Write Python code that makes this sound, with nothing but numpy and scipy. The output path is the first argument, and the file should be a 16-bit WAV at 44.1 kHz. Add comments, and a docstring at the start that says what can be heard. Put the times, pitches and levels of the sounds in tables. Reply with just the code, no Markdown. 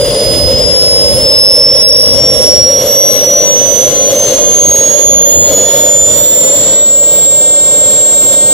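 """A model jet's small turbine spools up to idle on an airfield, a few metres away.
Its compressor whines, fading in and out at each microphone as direct and reflected paths cancel.
The flame drones in the tailpipe, air rushes through the ducts, a breeze buffets the microphones.
Each channel's limiter pushes everything down when the whine swells."""
import sys
import numpy as np
from scipy import signal
from scipy.fft import rfft, irfft
from scipy.io import wavfile
from scipy.ndimage import uniform_filter1d

SR = 44100
rng = np.random.default_rng(int(sys.argv[2]) if len(sys.argv) > 2 else 0)


def dump_mix(stems):
    """Bounce the given channels to the path in sys.argv[1] as a 16-bit WAV at rate SR."""
    frames = np.atleast_2d(stems).T  # one column per channel
    limited = np.clip(frames, -1, 1)  # hard clip at full scale
    pcm = np.round(limited * 32767).astype(np.int16)
    wavfile.write(sys.argv[1], SR, pcm)


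N = 376168
TIME_S, FREQ_HZ = np.arange(N) / SR, np.maximum(np.fft.rfftfreq(N, 1 / SR), 1)
SIDES = np.array([[1], [-1]])  # left, right

# shaft rate, climbing to idle: t/s, f/Hz
SHAFT_RATE = [(0.0, 410.97), (0.41, 418.7), (1.06, 432.62), (2.04, 454.11), (2.49, 464.38), (2.9, 476.05),
              (3.42, 491.99), (4.09, 517.0), (4.54, 536.81), (5.27, 562.37), (5.5, 569.26), (6.22, 592.34),
              (6.58, 603.31), (6.89, 610.85), (7.42, 619.12), (7.66, 621.9), (8.13, 623.23), (8.53, 621.31)]
# blade tone between fades: t/s, left level/dB, right level/dB
WHINE_LEVEL = [(0.0, -17.4, -8.1), (0.45, -18.5, -4.5), (0.66, -6.5, -5.5), (1.48, -2.5, 3.5),
               (2.24, -0.5, -2.5), (2.46, 2.8, -3.5), (3.19, 5.5, 4), (3.68, -4, 4.5), (4.73, -7, 0.1),
               (5.41, -4, 7), (5.75, -9.5, -3.5), (6.06, -2.5, 4.5), (6.64, -9, -3.5), (6.9, -2, 3.8),
               (7.27, -4.5, 5), (7.76, -6, 2.5), (8.53, -4.5, 1.1)]
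# its octave between fades: t/s, left level/dB, right level/dB
OCTAVE_LEVEL = [(0.0, -26.5, -17), (0.46, -15.5, -31), (1.02, -13.5, -9.5), (2.05, -10.5, -32),
                (2.37, -14.5, -22), (2.92, -14.5, -29), (3.96, -33.5, -32), (4.88, -27, -26),
                (5.23, -20, -26), (6.08, -24, -30.4), (6.3, -16, -33.8), (6.98, -20, -44),
                (7.32, -26.5, -25.1), (8.53, -22, -30.9)]
# blade tone's path, right minus left: t/s, lead/wavelengths
PATH_LEAD = [(0.0, -0.02), (0.4, 0.12), (0.8, 0.53), (1.47, 0.36), (1.95, 0.18), (2.82, 0.83), (3.55, 0.38),
             (4.08, 0.43), (4.75, -0.11), (4.96, -0.29), (5.46, -0.25), (6.02, -0.79), (6.48, -0.33),
             (6.88, -0.84), (7.24, -0.94), (7.44, -1.07), (8.02, -0.96), (8.53, -1.16)]
# reflection notches: t/s, blade harmonic, mic (0 left), half length/s, depth/dB, phase swing/turns
FADES = [(0.11, 1, 1, 0.24, -17, 0.43), (0.278, 1, 0, 0.25, -3.5, -0.43), (0.49, 2, 1, 0.57, -6, 0.67),
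         (0.572, 2, 0, 0.22, -29, 0.51), (0.644, 1, 1, 0.12, -8, -0.44), (1.06, 2, 1, 0.36, -16, 0.59),
         (1.163, 1, 0, 0.14, -23, 0.44), (1.205, 1, 1, 0.36, -10, -0.48), (1.622, 2, 1, 0.085, -24, 0.47),
         (1.696, 2, 0, 0.11, -27, 0.54), (1.758, 1, 0, 0.083, -9, 0.28), (2.174, 1, 1, 0.11, -14, 0.48),
         (2.287, 2, 0, 0.25, -18, 0.57), (2.374, 1, 0, 0.17, -29, 0.46), (2.72, 2, 0, 0.18, -17, 0.6),
         (2.85, 1, 1, 0.086, -25, 0.071), (2.854, 1, 0, 0.51, -28, 0.43), (3.158, 1, 1, 0.18, -19, -0.41),
         (3.248, 1, 0, 0.12, -17, 0.64), (3.441, 1, 1, 0.2, -14.5, -0.68), (3.615, 2, 0, 0.23, -5, 0.54),
         (3.722, 1, 0, 0.38, -25, 0.14), (3.92, 1, 1, 0.14, -25, 0.37), (4.128, 1, 1, 0.08, -18, -0.56),
         (4.152, 1, 0, 0.098, -7, 0.34), (4.308, 1, 1, 0.18, -32, 0.19), (4.39, 1, 0, 0.094, -10.5, -0.5),
         (4.46, 2, 1, 0.16, -24, 0.6), (4.966, 1, 0, 0.15, -21, -0.68), (5.283, 1, 0, 0.1, -5.5, 0.35),
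         (5.514, 1, 1, 0.11, -33, 0.52), (5.613, 2, 0, 0.15, -21, 0.45), (5.668, 1, 0, 0.07, -9.5, 0.58),
         (6.162, 1, 0, 0.18, -20, 0.15), (6.607, 1, 1, 0.11, -1.5, -0.22), (6.684, 2, 0, 0.26, -16, 0.52),
         (7.156, 1, 0, 0.097, -5, 0.35), (8.245, 1, 0, 0.0076, -19, 0.1), (8.336, 1, 0, 0.03, -8, -0.12)]
# weak tones of the six main blades, re 1 Hz of rush:
# shaft multiple, slow level/dB, idle level/dB, left minus right/dB
ROTOR_TONES = [(6, -1, 30.4, -2.5), (18, 21, 31.4, -3), (30, 15, 32, 5), (36, 39.5, 19, -3)]
# narrow duct modes that lift a passing rotor tone: f/Hz, width/Hz, lift/dB
DUCT_MODES = [(3504, 280, 5.5), (11250, 260, 8)]
# broad jet rush, per Hz: f/Hz, left level/dB, right level/dB
RUSH_SPECTRUM = [(25, -75, -77), (129, -59, -62), (426, -51.5, -51), (780, -59, -62), (1190, -65, -62.5),
                 (1930, -68, -66.5), (2440, -75.5, -67.5), (4920, -68, -62), (6820, -65.5, -54.5),
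                 (8540, -66.5, -67.5), (9000, -78, -81), (11400, -69, -65), (14000, -74, -81),
                 (15600, -72, -83)]
# tailpipe, then intake resonances, per Hz:
# f/Hz, width/Hz, level/dB, left minus right/dB, rise from slow to idle/dB
RESONANCES = [(127, 52, -48, -6, -1.5), (210.7, 14.6, -47.5, -5, 4), (292, 73, -51, -8, 2.5),
              (481, 88, -42.5, -2.5, -3.5), (529.6, 71, -36, -1.5, -4.5), (582.8, 50.6, -35, -2, 2),
              (668, 83, -49.5, -7, 5.5), (927, 55, -57.5, -7, 3.5), (1063, 53, -57.5, -6.5, 2.5),
              (2134, 400, -63.5, -4.5, 1.5), (2920, 290, -60.5, 0.5, -7), (3413, 490, -54.5, -1.5, 1.5),
              (4234, 590, -60, -7.5, 10), (5500, 610, -71.5, 13.5, 12), (10300, 1140, -61.5, 6, 6.5)]
# rush coherence between mics: f/Hz, correlation
RUSH_COHERENCE = [(60, 1), (300, 1), (600, 1), (1400, 0.82), (3200, 0.78), (4500, 0.029), (7000, 0.28),
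                  (15000, 0.25)]
# wind buffeting: f/Hz, relative level/dB
BUFFET_SPECTRUM = [(15, -30), (32, -33), (50, -0.5), (75, -1.5), (130, -6.5), (220, -10), (450, -15.5),
                   (1000, -27), (3000, -74)]
# gusts: t/s, mic (0 left), half length/s, level/dB
GUSTS = [(0.04, 0, .06, -22), (0.41, 0, 0.15, -20.5), (0.36, 1, 0.066, -12.5), (0.574, 1, 0.13, -13),
         (1.112, 1, 0.05, -13.5), (1.18, 0, 0.16, -18.5), (1.6, 1, 0.2, -22), (2.14, 1, 0.19, -16),
         (2.296, 0, 0.11, -22), (2.613, 1, 0.076, -12.5), (4.675, 0, 0.089, -22.5), (5.145, 1, 0.072, -8.5),
         (5.4, 0, 0.04, -11), (5.53, 1, 0.046, -19), (6.08, 0, .12, -24.5)]
# light air, dying down: t/s, left level/dB, right level/dB
LIGHT_AIR = [(0, -27, -29), (3.4, -34, -38), (8.52, -34, -41)]


def compressor(shaft_hz, speed, blades=12):
    """Blade tone, its octave and weaker rotor tones, all locked to the shaft."""
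    shaft_turns = np.cumsum(shaft_hz) / SR
    blade_turns = blades * shaft_turns + SIDES * curve(PATH_LEAD) / 2
    whine_db = stereo_curve(WHINE_LEVEL) + 0.6 * wander(rate_hz=7)
    octave_db = stereo_curve(OCTAVE_LEVEL) + 2.5 * wander(rate_hz=5.7)
    whine = tone(blade_turns, whine_db, flutter=0.072, flutter_hz=28, fade=reflection_fade(1))
    octave = tone(2 * blade_turns, octave_db, flutter=0.17, flutter_hz=34.7, fade=reflection_fade(2))
    # turbulent inflow: a noisy skirt that outlasts the fades
    skirt = undb(-25.5) * wander(rate_hz=160) * np.cos(2 * np.pi * blades * shaft_turns)
    return whine + octave + skirt + rotor_tones(shaft_hz, shaft_turns, speed)


def tone(turns, level_db, flutter, flutter_hz, fade=1):
    """Rotor tone, shaken in level and phase by hot, turbulent air on the way."""
    shimmer = 1 + flutter * (wander(flutter_hz) + 1j * wander(flutter_hz))
    return np.sqrt(2) * undb(level_db) * np.real(fade * shimmer * np.exp(2j * np.pi * turns))


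def reflection_fade(harmonic):
    """Complex gain per mic: as two paths cancel, the level dips and the phase swings."""
    gain = np.ones((2, N), complex)
    for at_s, fade_harmonic, mic, half_s, depth_db, swing_turns in FADES:
        if round(fade_harmonic) == harmonic:
            offset, floor = (TIME_S - at_s) / half_s, undb(depth_db)
            notch = np.sqrt((offset ** 2 + floor ** 2) / (offset ** 2 + 1))
            gain[round(mic)] *= notch * np.exp(2j * swing_turns * np.arctan(offset / floor))
    return gain


def rotor_tones(shaft_hz, shaft_turns, speed):
    """Weak shaft harmonics, each swelling as it climbs through a duct resonance."""
    ducts = rush_colour(speed=0.42)
    out = np.zeros((2, N))
    for multiple, slow_db, idle_db, pan_db in ROTOR_TONES:
        tone_hz = round(multiple) * shaft_hz
        duct_gain = np.array([np.interp(tone_hz, FREQ_HZ, side) for side in ducts])
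        level_db = slow_db + (idle_db - slow_db) * speed + SIDES * pan_db / 2 + 1.9 * wander(rate_hz=3)
        for mode_hz, width_hz, lift_db in DUCT_MODES:
            level_db += lift_db * bell(tone_hz, mode_hz, width_hz)
        turns = round(multiple) * shaft_turns + rng.random((2, 1))
        out += duct_gain * tone(turns, level_db, flutter=0.32, flutter_hz=30)
    return out


def jet_rush(speed, left_lead_s=4e-5, flicker_db=0.99):
    """Flame and air turbulence ring the tailpipe and ducts; the low drone is coherent at both mics."""
    coherence = np.clip(spectrum(RUSH_COHERENCE), -0.99, 0.99)
    mid, side = rfft(rng.standard_normal((2, N))) * np.sqrt(SR / 2)
    flow = mid * np.sqrt((1 + coherence) / 2) + SIDES * side * np.sqrt((1 - coherence) / 2)
    flow *= np.exp(1j * np.pi * FREQ_HZ * SIDES * left_lead_s)
    slow = irfft(flow * rush_colour(speed=0), N)
    idle = irfft(flow * rush_colour(speed=1), N)
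    flicker = undb(flicker_db * wander(rate_hz=23, channels=1))
    return (slow * (1 - speed) + idle * speed) * flicker


def rush_colour(speed, hiss_rise_db=9.5, roar_rise_db=4.0, crossover_hz=7300):
    """Amplitude per root Hz: faster air hisses more and reweights the resonances."""
    treble = 1 / (1 + (crossover_hz / FREQ_HZ) ** 4)
    tilt_db = (speed - 0.5) * (hiss_rise_db * treble + roar_rise_db * (1 - treble))
    broad_db = np.array([spectrum(RUSH_SPECTRUM, column) for column in (1, 2)])
    power = undb(broad_db + tilt_db) ** 2
    for centre_hz, width_hz, level_db, pan_db, rise_db in RESONANCES:
        peak = undb(level_db + SIDES * pan_db / 2 + (speed - 0.5) * rise_db)
        power += (peak * bell(FREQ_HZ, centre_hz, width_hz)) ** 2
    return np.sqrt(power)


def breeze(flicker_db=2.0, flicker_hz=22):
    """Gusts swell and die over light air, rumbling on each mic separately."""
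    power = undb(stereo_curve(LIGHT_AIR)) ** 2
    for at_s, mic, half_s, level_db in GUSTS:
        gust = undb(level_db) * np.exp(-((TIME_S - at_s) / half_s) ** 2 / 2)
        power[round(mic)] += gust ** 2
    rumble = noise(undb(spectrum(BUFFET_SPECTRUM)))
    return rumble * np.sqrt(power) * undb(flicker_db * wander(flicker_hz))


def undb(db):
    """Decibels to gain."""
    return 10 ** (np.asarray(db) / 20)


def bell(f_hz, centre_hz, width_hz):
    """Resonance peak of height 1; full width at half height."""
    return 1 / (1 + (2 * (f_hz - centre_hz) / width_hz) ** 2)


def curve(rows, column=1):
    """Table column interpolated over time."""
    table = np.transpose(rows)
    return np.interp(TIME_S, table[0], table[column])


def stereo_curve(rows):
    """Left and right columns interpolated over time."""
    return np.array([curve(rows, column) for column in (1, 2)])


def spectrum(rows, column=1):
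    """Table column interpolated over log frequency."""
    table = np.transpose(rows)
    return np.interp(np.log(FREQ_HZ), np.log(table[0]), table[column])


def noise(colour, channels=2):
    """Independent noises of one colour, rms 1."""
    x = irfft(rfft(rng.standard_normal((channels, N))) * colour, N)
    return x / x.std(axis=-1, keepdims=True)


def wander(rate_hz, channels=2):
    """Random drift up to about rate_hz, rms 1."""
    return noise(1 / (1 + (FREQ_HZ / rate_hz) ** 2), channels)


def scene():
    """One shaft rate drives whine and rush; the breeze lies under both."""
    shaft_hz = curve(SHAFT_RATE)
    speed = (shaft_hz - shaft_hz.min()) / np.ptp(shaft_hz)  # 0 slow, 1 idle
    return compressor(shaft_hz, speed) + jet_rush(speed) + breeze()


def limiter(x, ceiling_db, knee_db, window_s=0.016):
    """Soft look-ahead limiter: above the knee, rms creeps up to the ceiling."""
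    size = int(window_s * SR)
    power = uniform_filter1d(uniform_filter1d(x ** 2, size), size)
    return x * undb(ceiling_db) / np.sqrt(power + undb(knee_db) ** 2)


def record(dry):
    """Per-channel limiting, clipping of stray peaks, steep low-pass."""
    left = limiter(dry[0], ceiling_db=-4.5, knee_db=-10.5)
    right = limiter(dry[1], ceiling_db=-4.0, knee_db=-7.5)
    cutoff_hz = 15700
    lowpass = signal.ellip(10, 0.05, 60, cutoff_hz, fs=SR, output="sos")
    return signal.sosfiltfilt(lowpass, np.clip([left, right], -0.98, 0.98))


dry = scene()
out = record(dry)
dump_mix(out)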